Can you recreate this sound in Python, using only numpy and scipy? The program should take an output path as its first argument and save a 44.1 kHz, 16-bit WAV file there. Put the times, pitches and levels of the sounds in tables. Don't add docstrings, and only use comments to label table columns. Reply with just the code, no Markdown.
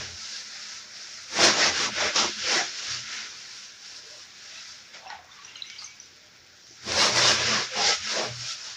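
import sys
import numpy as np
from scipy import signal
from scipy.fft import rfft, irfft
from scipy.io import wavfile

SR = 44100
rng = np.random.default_rng(int(sys.argv[2]) if len(sys.argv) > 2 else 0)


def log_audio(samples):
    frames = np.atleast_2d(samples).T
    limited = np.clip(frames, -1, 1)
    pcm = np.round(limited * 32767).astype(np.int16)
    wavfile.write(sys.argv[1], SR, pcm)


N = 386316

# lag, hold, rise and
# fall in seconds, level in dB, pitch in Hz, hollowness in dB lost per octave squared from that pitch.
STROKES = [(-0.07, 0.0, 0.02, 0.26, -34.5, -3.5, -7, -25.0, -0.065, 0.018, 0.014, 0.245, -39, 560.0, 4),
           (0.305, 0.064, 0.35, 0.12, -37.5, -11.5, -10.5, -24, -0.12, 0.23, 0.196, 0.084, -62.5, 750.0, 10),
           (0.55, 0.215, 0.32, 0.185, -41, -7.5, -11, -26.0, 0.025, 0.26, 0.25, 0.13, -61.5, 770.0, 4),
           (0.99, 0.165, 0.21, 0.5, -42.5, -7.5, -10.5, -24.0, -0.035, 0.105, 0.115, 0.35, -63.0, 730.0, 13),
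           (1.45, 0.0, 0.12, 0.135, -19.5, -3.5, -7.5, -24.5, -0.03, 0.058, 0.087, 0.094, -24.5, 646, 4.0),
           (1.635, 0.004, 0.15, 0.12, -22.5, -4, -6.5, -31, -0.041, 0.082, 0.093, 0.074, -28.5, 630, 5),
           (1.8, 0.04, 0.14, 0.084, -27.5, -4, -6, -27, 0.0063, 0.077, 0.11, 0.04, -35, 700.0, 1.5),
           (2.035, 0, 0.17, 0.17, -29.5, 1, -4.5, -26.0, -0.023, 0.04, 0.064, 0.08, -31, 710, 1.5),
           (2.176, 0.02, 0.049, 0.16, -24.5, -7, -5.0, -29, -0.0052, 0.07, 0.036, 0.065, -28.5, 640.0, 1.5),
           (2.42, 0.049, 0.16, 0.11, -36.5, -7.5, -4.5, -23, 0.0056, 0.02, 0.094, 0.07, -53, 520.0, -3),
           (2.545, 0.0084, 0.17, 0.16, -25.5, -3, -6.5, -27, -0.0055, 0.043, 0.1, 0.1, -32, 600.0, 7),
           (2.925, 0.0, 0.46, 0.18, -34, -6.0, -6, -27.5, -0.095, 0.13, 0.259, 0.102, -52.5, 620.0, 6),
           (3.14, 0.028, 0.18, 0.24, -37.5, -3, -5.0, -30, 0.0023, 0.08, 0.119, 0.186, -54.5, 980.0, 0.5),
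           (3.43, 0.185, 0.46, 0.28, -44.0, -8.5, -9, -22.5, -0.075, 0.13, 0.28, 0.196, -63, 690.0, 6.0),
           (3.86, 0.13, 0.1, 0.038, -45, -9.5, -9, -23.5, 0.037, 0.155, 0.077, 0.035, -64, 600.0, 0),
           (4.1, 0.12, 0.285, 0.083, -47, -10, -8.5, -21.5, 0.063, 0.016, 0.199, 0.052, -59, 600.0, 13),
           (4.51, 0.14, 0.41, 0.345, -44.5, -7.5, -8.5, -25.0, -0.044, 0.045, 0.262, 0.241, -64, 900.0, 0),
           (4.945, 0.0069, 0.022, 0.11, -47.5, -3, -3, -24.0, 0.005, 0, 0.017, 0.084, -52.5, 890.0, 6),
           (6.91, 0.03, 0.085, 0.1, -32, -6, -6.5, -17, -0.015, 0.033, 0.058, 0.07, -36.5, 420.0, 5.0),
           (7.01, 0.04, 0.1, 0.14, -23.5, -4.5, -7, -20.5, -0.02, 0.073, 0.079, 0.088, -28.0, 570.0, 7.5),
           (7.182, 0.12, 0.077, 0.11, -23.0, -5.5, -6.5, -19, -0.015, 0.14, 0.07, 0.091, -28, 680, 6.0),
           (7.41, 0.052, 0.21, 0.2, -30.5, -2.5, -3.0, -30, -0.013, 0.02, 0.07, 0.105, -34, 804.6, 5.5),
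           (7.555, 0.0, 0.2, 0.16, -27.5, -3.5, -6, -27, -0.014, 0.039, 0.13, 0.088, -31.5, 910, 1.5),
           (7.78, 0.067, 0.11, 0.11, -34.0, 1, -2.5, -21, 0.0098, 0.012, 0.045, 0.08, -29.5, 716, 12),
           (7.884, 0.0, 0.14, 0.12, -22, -8.5, -8.0, -28.5, -0.03, 0.049, 0.11, 0.07, -32.5, 660.0, 19),
           (8.141, 0.031, 0.23, 0.2, -30.5, -4.5, -5.5, -23.5, 0.067, 0.023, 0.14, 0.09, -31, 646, 10.5),
           (8.5, 0.0, 0.25, 0.1, -33.5, -11, -8, -24, -0.063, 0.07, 0.14, 0.066, -59, 715, 5),
           (8.695, 0.0, 0.3, 0.14, -38, -9.5, -8.5, -26, -0.045, 0.06, 0.161, 0.088, -58.0, 790.0, 4)]
# time in seconds, hiss in dB; low zone, middle
# zone and sheen in dB relative to it; slosh in dB, pitch in Hz, hollowness in dB per octave squared.
WET_BED = [(4.95, -57, 6, -1, -27, -63.5, 700, 6), (5.03, -56.5, -2, -4, -26, -55.5, 830, 17),
           (5.12, -56, 8, 4, -24, -47, 880, 25), (5.23, -59, 2.5, -6, -28, -60, 786, 15),
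           (5.43, -52, -1.5, -4, -30, -57.5, 1100, 4), (5.62, -54, -3, 1.5, -21, -64.5, 670, 2),
           (5.76, -51.5, -4, -0.5, -29, -66, 700, 1.8), (5.83, -46, -13, -11, -15, -57.5, 1100, 8),
           (5.92, -53.5, -5, -6, -28, -65, 900, 4.5), (6.1, -54.5, -5, -6, -31, -65.5, 650, 4),
           (6.46, -58, -1.5, -7, -43, -65, 520, 4.4), (6.73, -51, -10.5, -12.5, -43, -67, 450, 4),
           (6.9, -54, 10, -4, -27, -60, 700, 6)]
# frequency in Hz, relative level in dB.
CLOTH_SPECTRUM = [(760, -77), (1300, -1.5), (1660, 1), (1840, -1.5), (1960, 0), (2840, -2.5), (3140, -3),
                  (5470, 6.5), (7250, -5.5), (8000, -26), (10400, -49), (17600, -120)]
# frequency in Hz, relative level in dB.
SHEEN_SPECTRUM = [(4710, -22), (8000, -1.5), (9690, -11), (10600, -20), (12100, -30), (13000, -51),
                  (14800, -14), (15700, -11)]
# frequency in Hz, width in Hz, relative level in dB.
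SLAT_MODES = [(274, 54, 2.5), (350, 45, 5.5), (438, 72, 5.5), (522, 59, 2), (600, 23.4, 2), (650, 45, 1),
              (711, 15, -0.5), (770, 21, -3.5), (807, 38, 1.5), (892, 38, 0.5), (1002, 76, 4.5),
              (1060, 117, 5), (1150, 59, 5), (1296, 104, 3.5)]
# frequency in Hz, relative level in dB.
THUD_SPECTRUM = [(15, -57), (25, -21), (48, -40), (118, -9.5), (173, 3.5), (300, -3), (390, -31),
                 (660, -120)]
# frequency in Hz, pitch wander in Hz.
FRAME_MODES = [(86, 2.0), (122, 1.96), (215, 6.07)]
# time of full strength, hold, rise and fall in seconds, level in dB,
# mode in Hz.
FRAME_JOLTS = [(-0.04, 0.066, 0.02, 0.55, -62.5, 215.0), (-0.01, 0, 0.4, 0.19, -49.5, 122.0),
               (0.034, 0.11, 0.11, 0.04, -51.5, 86.0), (0.27, 0.48, 0.25, 0.5, -72, 215.0),
               (1.42, 0.091, 0.057, 0.04, -40.5, 215.0), (1.44, 0.0038, 0.058, 0.14, -43, 122.0),
               (1.46, 0.0, 0.16, 0.046, -50.5, 86.0), (1.66, 0.06, 0.27, 0.03, -56, 215.0),
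               (1.7, 0.041, 0.13, 0.08, -50.5, 86.0), (1.83, 0.084, 0.1, 0.07, -47, 215.0),
               (1.87, 0.02, 0.16, 0.22, -54, 122.0), (2.0, 0.05, 0.11, 0.07, -50.5, 86.0),
               (2.07, 0.0018, 0.084, 0.033, -45.5, 215.0), (2.21, 0.069, 0.05, 0.036, -54.5, 86.0),
               (2.23, 0.014, 0.073, 0.12, -44.0, 215.0), (2.38, 0.0, 0.034, 0.03, -51, 215.0),
               (2.41, 0.076, 0.05, 0.03, -59, 86.0), (2.53, 0.0054, 0.085, 0.14, -53.5, 215.0),
               (2.56, 0.028, 0.24, 0.17, -58, 122.0), (2.9, 0.022, 0.04, 0.19, -58, 86.0),
               (2.92, 0.082, 0.04, 0.064, -51, 122.0), (2.97, 0, 0.25, 0.5, -61.5, 215.0),
               (5.19, 0.0, 0.094, 0.17, -64.0, 86.0), (6.87, 0, 0.026, 0.03, -48.5, 215.0),
               (6.9, 0.08, 0.07, 0.06, -46.5, 86.0), (6.9, 0.12, 0.11, 0.16, -50.5, 122.0),
               (7.02, 0.0, 0.14, 0.26, -42.5, 215.0), (7.13, 0.1, 0.04, 0.2, -40, 122.0),
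               (7.29, 0.11, 0.17, 0.18, -48.5, 86.0), (7.31, 0.0, 0.11, 0.1, -41.5, 215.0),
               (7.41, 0.083, 0.14, 0.18, -43.0, 122.0), (7.44, 0, 0.08, 0.16, -53.5, 86.0),
               (7.5, 0.058, 0.089, 0.084, -42, 215.0), (7.79, 0.0, 0.033, 0.086, -44.5, 215.0),
               (7.84, 0.047, 0.26, 0.1, -59, 122.0), (7.87, 0.0064, 0.14, 0.05, -55, 86.0),
               (8.0, 0.015, 0.04, 0.03, -54, 86.0), (8.03, 0.01, 0.09, 0.08, -61.0, 122.0),
               (8.07, 0.01, 0.05, 0.03, -52, 215.0), (8.17, 0.0, 0.16, 0.22, -47.5, 215.0),
               (8.284, 0.13, 0.063, 0.07, -42.5, 122.0), (8.33, 0, 0.08, 0.1, -58, 86.0)]
# middle in seconds, half length in seconds, pitch in Hz, level in dB.
ROUGH_TONES = [(0.013, 0.018, 590, -44), (1.44, .1, 700, -32.5), (1.64, .12, 590, -34.5),
               (1.65, .1, 1570, -32.5), (2.03, .12, 600, -34), (2.23, .12, 350, -38), (2.33, .15, 215, -57),
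               (2.49, 0.08, 510, -36.5), (2.598, .1, 787, -38.5), (2.92, .05, 5620, -34),
               (2.93, .05, 4770, -34), (4.075, .04, 442, -54), (4.145, .05, 598, -50.5),
               (4.58, .07, 2640, -51), (4.58, .06, 3900, -51), (4.95, 0.037, 2210, -45),
               (6.7, .17, 5800, -56), (6.72, 0.045, 338, -60), (7.02, .14, 590, -36.5),
               (7.04, .1, 520, -38), (7.25, .08, 420, -42), (7.27, .1, 640, -41), (7.49, .07, 490, -38),
               (7.57, 0.065, 1060, -38.5), (7.58, .07, 1150, -40), (7.76, .08, 522, -38.5),
               (7.86, .12, 810, -38), (7.89, .06, 480, -36), (7.92, .06, 580, -42),
               (8.212, .09, 650, -33.5), (8.22, .07, 525, -36.5)]
# start in seconds, level in dB, T60 in seconds.
SNAGS = [(2.1597, -19, 0.087), (5.101, -39, .02), (5.446, -44, .015), (5.7, -35, 0.017), (5.816, -39, .03),
         (6.0, -52, .02), (6.9198, -10.5, 0.0085)]
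# start in seconds, level in dB, pitch in Hz, T60 in seconds,
# glide in octaves per second.
DRIPS = [(5.0, -47, 4250, 0.091, 0), (5.03, -45, 796, 0.13, -0.5), (5.059, -35.5, 770, 0.11, -1.5),
         (5.067, -43, 2630, 0.068, 6), (5.077, -42, 5400, 0.076, 2), (5.101, -29, 916, 0.081, -4),
         (5.102, -34.5, 1910, 0.12, -0.5), (5.102, -29, 4180, 0.015, 0), (5.104, -33.5, 1480, 0.085, 3),
         (5.125, -31.5, 840, 0.045, -4), (5.147, -38.5, 800, 0.086, 1.5), (5.19, -43, 725, 0.13, 1),
         (5.291, -48, 1087, 0.09, 1), (5.316, -42, 3570, 0.044, 3), (5.389, -46, 1150, 0.12, 1),
         (5.446, -38, 5870, 0.093, 1.5), (5.479, -42.5, 2790, .12, -0.5), (5.556, -31, 3050, 0.022, 6),
         (5.557, -45, 1400, 0.045, -4), (5.557, -35, 4110, 0.036, 3), (5.57, -46, 2900, 0.33, -1.5),
         (5.621, -22, 3900, 0.018, 2), (5.566, -42.5, 6600, 0.033, 3), (5.645, -46, 2060, 0.21, 4.5),
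         (5.667, -43.5, 6120, 0.23, -1), (5.72, -40, 3090, 0.13, 0), (5.7, -45, 2290, 0.26, 0),
         (5.783, -32.5, 4460, 0.073, -2), (5.786, -29.5, 4790, 0.096, 0.5), (5.81, -39, 4540, 0.081, -3),
         (5.82, -49, 1227, 0.17, 1.5), (5.82, -50, 2100, 0.23, 0.5), (5.822, -58, 855, 0.12, -2),
         (5.843, -32, 6340, 0.047, -4), (5.859, -41, 5800, 0.1, 4), (5.87, -48, 2290, .35, 0),
         (6.0, -36.5, 5800, 0.051, -1), (6.028, -45, 6140, 0.027, 0)]
# frequency in Hz, relative level in dB.
AIR_SPECTRUM = [(18, -33), (30, -5), (108, 8), (271, 6), (508, -2.5), (610, -23.5), (752, 0), (1340, -10),
                (3010, -14), (5510, -6), (8160, -24), (13400, -20.5), (15700, -5)]
# start in seconds, end in seconds.
TICK_RUNS = [(.0019, 4.95), (5.0428, 8.7)]

CONTROL_HOP_SAMPLES = 64


def cloth(hiss_db, wood_db, scratch_db, sheen_db):
    spectrum = rfft(colour(fibre_slips(per_s=14000, spread_db=0), CLOTH_SPECTRUM))
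    hz = np.arange(N // 2 + 1) * SR / N
    centres_hz, zone_edges_hz = np.geomspace(1300, 7600, num=10), (2400, 4200)
    zones = np.zeros((3, N))
    for k, centre_hz in enumerate(centres_hz):
        share = np.interp(hz, centres_hz, np.arange(len(centres_hz)) == k)
        band = irfft(spectrum * share, N)
        zones[np.searchsorted(zone_edges_hz, centre_hz)] += from_db(drift(11.3)) * band
    wood, scratch, weave = (unit_rms(zone) for zone in zones)
    sheen_gain = from_db(sheen_db + 2.3 * drift(12))
    sheen = colour(fibre_slips(per_s=6600, spread_db=2), SHEEN_SPECTRUM)
    mix = weave + from_db(wood_db) * wood + from_db(scratch_db) * scratch + sheen_gain * sheen
    return from_db(hiss_db + 0.38 * drift(22)) * mix


def fibre_slips(per_s, spread_db):
    sizes = from_db(spread_db * np.minimum(rng.exponential(1, N), 5)) * rng.choice([-1, 1], N)
    return unit_rms(sizes * (rng.random(N) < per_s / SR))


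def wiping():
    at_s, hold_s, rise_s, fall_s, hiss_db, *zones_db = np.transpose(STROKES)[:8]
    lag_s, *shape_s, rumble_db, pitch_hz, hollowness = np.transpose(STROKES)[8:]
    bed = curves(WET_BED)
    hisses_db = hiss_db[:, None] + swell_db(at_s, hold_s, rise_s, fall_s)
    rumbles_db = rumble_db[:, None] + swell_db(at_s + lag_s, *shape_s)
    cloth_controls = blend(hisses_db, bed[0], zones_db, bed[1:4])
    slat_controls = blend(rumbles_db, bed[4], (pitch_hz, hollowness), bed[5:])
    return cloth_controls, slat_controls


def squeaks(hiss_db):
    out = np.zeros(N + SR)
    for when, pitch, size, length in rng.random((600, 4)):
        t = np.arange(round((0.032 + 0.06 * length) * SR)) / SR
        hz = 1200 * 2 ** (2.5 * pitch)
        envelope = from_db(7.1 * size) * np.hanning(len(t))
        out[int(when * N):][:len(t)] += envelope * np.sin(2 * np.pi * hz * t)
    level_db = hiss_db - 7.5 + 0.35 * (hiss_db + 25)
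    return from_db(level_db) * unit_rms(out[:N])


def slats(rumble_db, pitch_hz, hollow_db_per_oct2):
    rubs = [fibre_slips(per_s=2500, spread_db=2.52) for _ in range(3)]
    out, power = 0, 0
    for k, (hz, width_hz, db) in enumerate(SLAT_MODES):
        loss_db = np.maximum(hollow_db_per_oct2, 0) * np.log2(hz / pitch_hz) ** 2
        gain = from_db(db - loss_db + 3.4 * drift(4.5))
        ring = resonance(rubs[k % 3], hz, width_hz)
        out += gain * unit_rms(resonance(ring, hz, 2.6 * width_hz))
        power += gain ** 2
    thud = from_db(-17) * colour(rng.standard_normal(N), THUD_SPECTRUM)
    return from_db(rumble_db) * (out / np.sqrt(power) + thud)


def frame(rest_db=-79):
    *timing_s, peak_db, mode_hz = np.transpose(FRAME_JOLTS)
    jolts_db = peak_db[:, None] + swell_db(*timing_s)
    out = 0
    for hz, wander_hz in FRAME_MODES:
        db, = blend(jolts_db[mode_hz == hz], rest_db + 4 * drift(5))
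        phase = 2 * np.pi * np.cumsum(hz + wander_hz * drift(9.5)) / SR
        out += np.sqrt(2) * from_db(db + 2.8 * drift(36)) * np.sin(phase)
    return out


def rough_tones():
    out = np.zeros(N)
    roughness, waver = from_db(4.8 * drift(50)), 2 ** (0.0388 * drift(41))
    for middle_s, half_s, hz, db in ROUGH_TONES:
        span = np.arange(max(round((middle_s - half_s) * SR), 0), round((middle_s + half_s) * SR))
        tone = np.sin(2 * np.pi * np.cumsum(hz * waver[span]) / SR)
        out[span] += from_db(db) * np.hanning(len(span)) * roughness[span] * tone
    return out


def snags(cutoff_hz=7000):
    envelope, t = np.zeros(N), np.arange(SR // 8) / SR
    for start_s, db, t60_s in SNAGS:
        envelope[round(start_s * SR):][:len(t)] += from_db(db - 60 * t / t60_s)
    bursts = envelope * colour(rng.standard_normal(N), CLOTH_SPECTRUM)
    return signal.sosfilt(signal.butter(8, cutoff_hz, fs=SR, output="sos"), bursts + 1e-18)


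def drips(attack_s=0.00055):
    out, t = np.zeros(N), np.arange(SR // 4) / SR
    roughness, waver = from_db(3.5 * drift(120)), 2 ** (0.022 * drift(110))
    attack = 1 - np.exp(-t / attack_s)
    for start_s, db, hz, t60_s, glide_oct_per_s in DRIPS:
        span = round(start_s * SR) + np.arange(len(t))
        phase = 2 * np.pi * np.cumsum(hz * 2 ** (glide_oct_per_s * t) * waver[span]) / SR
        out[span] += from_db(db - 60 * t / t60_s) * attack * roughness[span] * np.sin(phase)
    return out


def trickle(span_s=(5.5, 5.95), low_hz=1890, high_hz=3260, max_db=-52, t60_s=0.11):
    out, t = np.zeros(N), np.arange(SR // 10) / SR
    for when, pitch, softness in rng.random((60, 3)):
        hz = low_hz * (high_hz / low_hz) ** pitch * 2 ** (1.5 * t)
        envelope = from_db(max_db - 7.2 * softness - 60 * t / t60_s)
        start = int(np.interp(when, [0, 1], span_s) * SR)
        out[start:][:len(t)] += envelope * np.sin(2 * np.pi * np.cumsum(hz) / SR)
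    return out


def kitchen_echo(x, level_db=-7, t60_s=0.25, gap_s=0.006):
    t = np.arange(SR // 2) / SR
    tail = rng.standard_normal(len(t)) * from_db(-60 * t / t60_s) * (t > gap_s)
    return from_db(level_db) * signal.fftconvolve(x, tail / np.sqrt(np.sum(tail ** 2)))[:N]


def room_air(level_db=-64):
    return from_db(level_db) * colour(rng.standard_normal(N), AIR_SPECTRUM)


def ticks(period_s=0.10166, gap_s=0.0079, width_s=55e-6):
    spikes = np.zeros(N + SR)
    for start_s, end_s in TICK_RUNS:
        pairs_s = np.arange(start_s, end_s, period_s)
        fill_s = np.arange(start_s, end_s, period_s / 12)
        spikes[np.round(fill_s * SR).astype(int)] = from_db(-46) * rng.uniform(-1, 1, len(fill_s))
        for delay_s, height in (period_s / 12, 0), (0, from_db(-39)), (gap_s, -from_db(-40)):
            spikes[np.round((pairs_s + delay_s) * SR).astype(int)] = height
    u = np.arange(-12, 13) / (width_s * SR)
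    pulse = 0.9 * (1 - u ** 2) * np.exp(-u ** 2 / 2) + 0.2 * (u == 0)
    return np.convolve(spikes[:N], pulse, "same")


def from_db(db):
    return 10 ** (np.asarray(db) / 20)


def unit_rms(x):
    return x / np.sqrt(np.mean(x ** 2) + 1e-20)


def curves(rows):
    at_s, *columns = np.transpose(rows)
    return [np.interp(np.arange(N) / SR, at_s, column) for column in columns]


def drift(rate_hz):
    hop = 40
    pole = np.exp(-2 * np.pi * rate_hz * hop / SR)
    noise = rng.standard_normal(N // hop + 2002)
    slow = signal.lfilter([1], [1, -2 * pole, pole * pole], noise)[2000:]
    return np.interp(np.arange(N) / hop, np.arange(len(slow)), unit_rms(slow))


def colour(x, spectrum):
    hz = np.maximum(np.arange(N // 2 + 1) * SR / N, 1)
    at_hz, db = np.transpose(spectrum)
    gain = from_db(np.interp(np.log(hz), np.log(at_hz), db))
    return unit_rms(irfft(rfft(x) * gain, N))


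def resonance(x, hz, width_hz):
    r = np.exp(-np.pi * width_hz / SR)
    feedback = [1, -2 * r * np.cos(2 * np.pi * hz / SR), r * r]
    return signal.lfilter(np.array([1, 0, -1]) * (1 - r * r) / 2, feedback, x)


def swell_db(at_s, hold_s, rise_s, fall_s):
    t = np.arange(0, N + CONTROL_HOP_SAMPLES, CONTROL_HOP_SAMPLES) / SR
    before = np.maximum(at_s[:, None] - t, 0) / rise_s[:, None]
    after = np.maximum(t - (at_s + hold_s)[:, None], 0) / fall_s[:, None]
    return -20 * (before + after) ** 1.5


def blend(events_db, bed_db, traits=(), bed_traits=()):
    def per_sample(curve):
        return np.interp(np.arange(N) / CONTROL_HOP_SAMPLES, np.arange(len(curve)), curve)
    power, bed_power = from_db(2 * events_db), from_db(2 * bed_db)
    total = per_sample(power.sum(axis=0)) + bed_power
    means = [(per_sample(trait @ power) + bed_trait * bed_power) / total
             for trait, bed_trait in zip(traits, bed_traits)]
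    return 10 * np.log10(total), *means


def scene():
    cloth_controls, slat_controls = wiping()
    transients = drips() + snags() + trickle()
    air = room_air()
    rubbing = cloth(*cloth_controls) + squeaks(hiss_db=cloth_controls[0])
    direct = rubbing + slats(*slat_controls) + rough_tones() + frame() + transients
    return (direct + kitchen_echo(transients) + air)[None]


def record(dry):
    stop_db, stop_hz = 70, 16065
    return signal.sosfilt(signal.cheby2(16, stop_db, stop_hz, fs=SR, output="sos"), dry + ticks())


dry = scene()
out = record(dry)
log_audio(out)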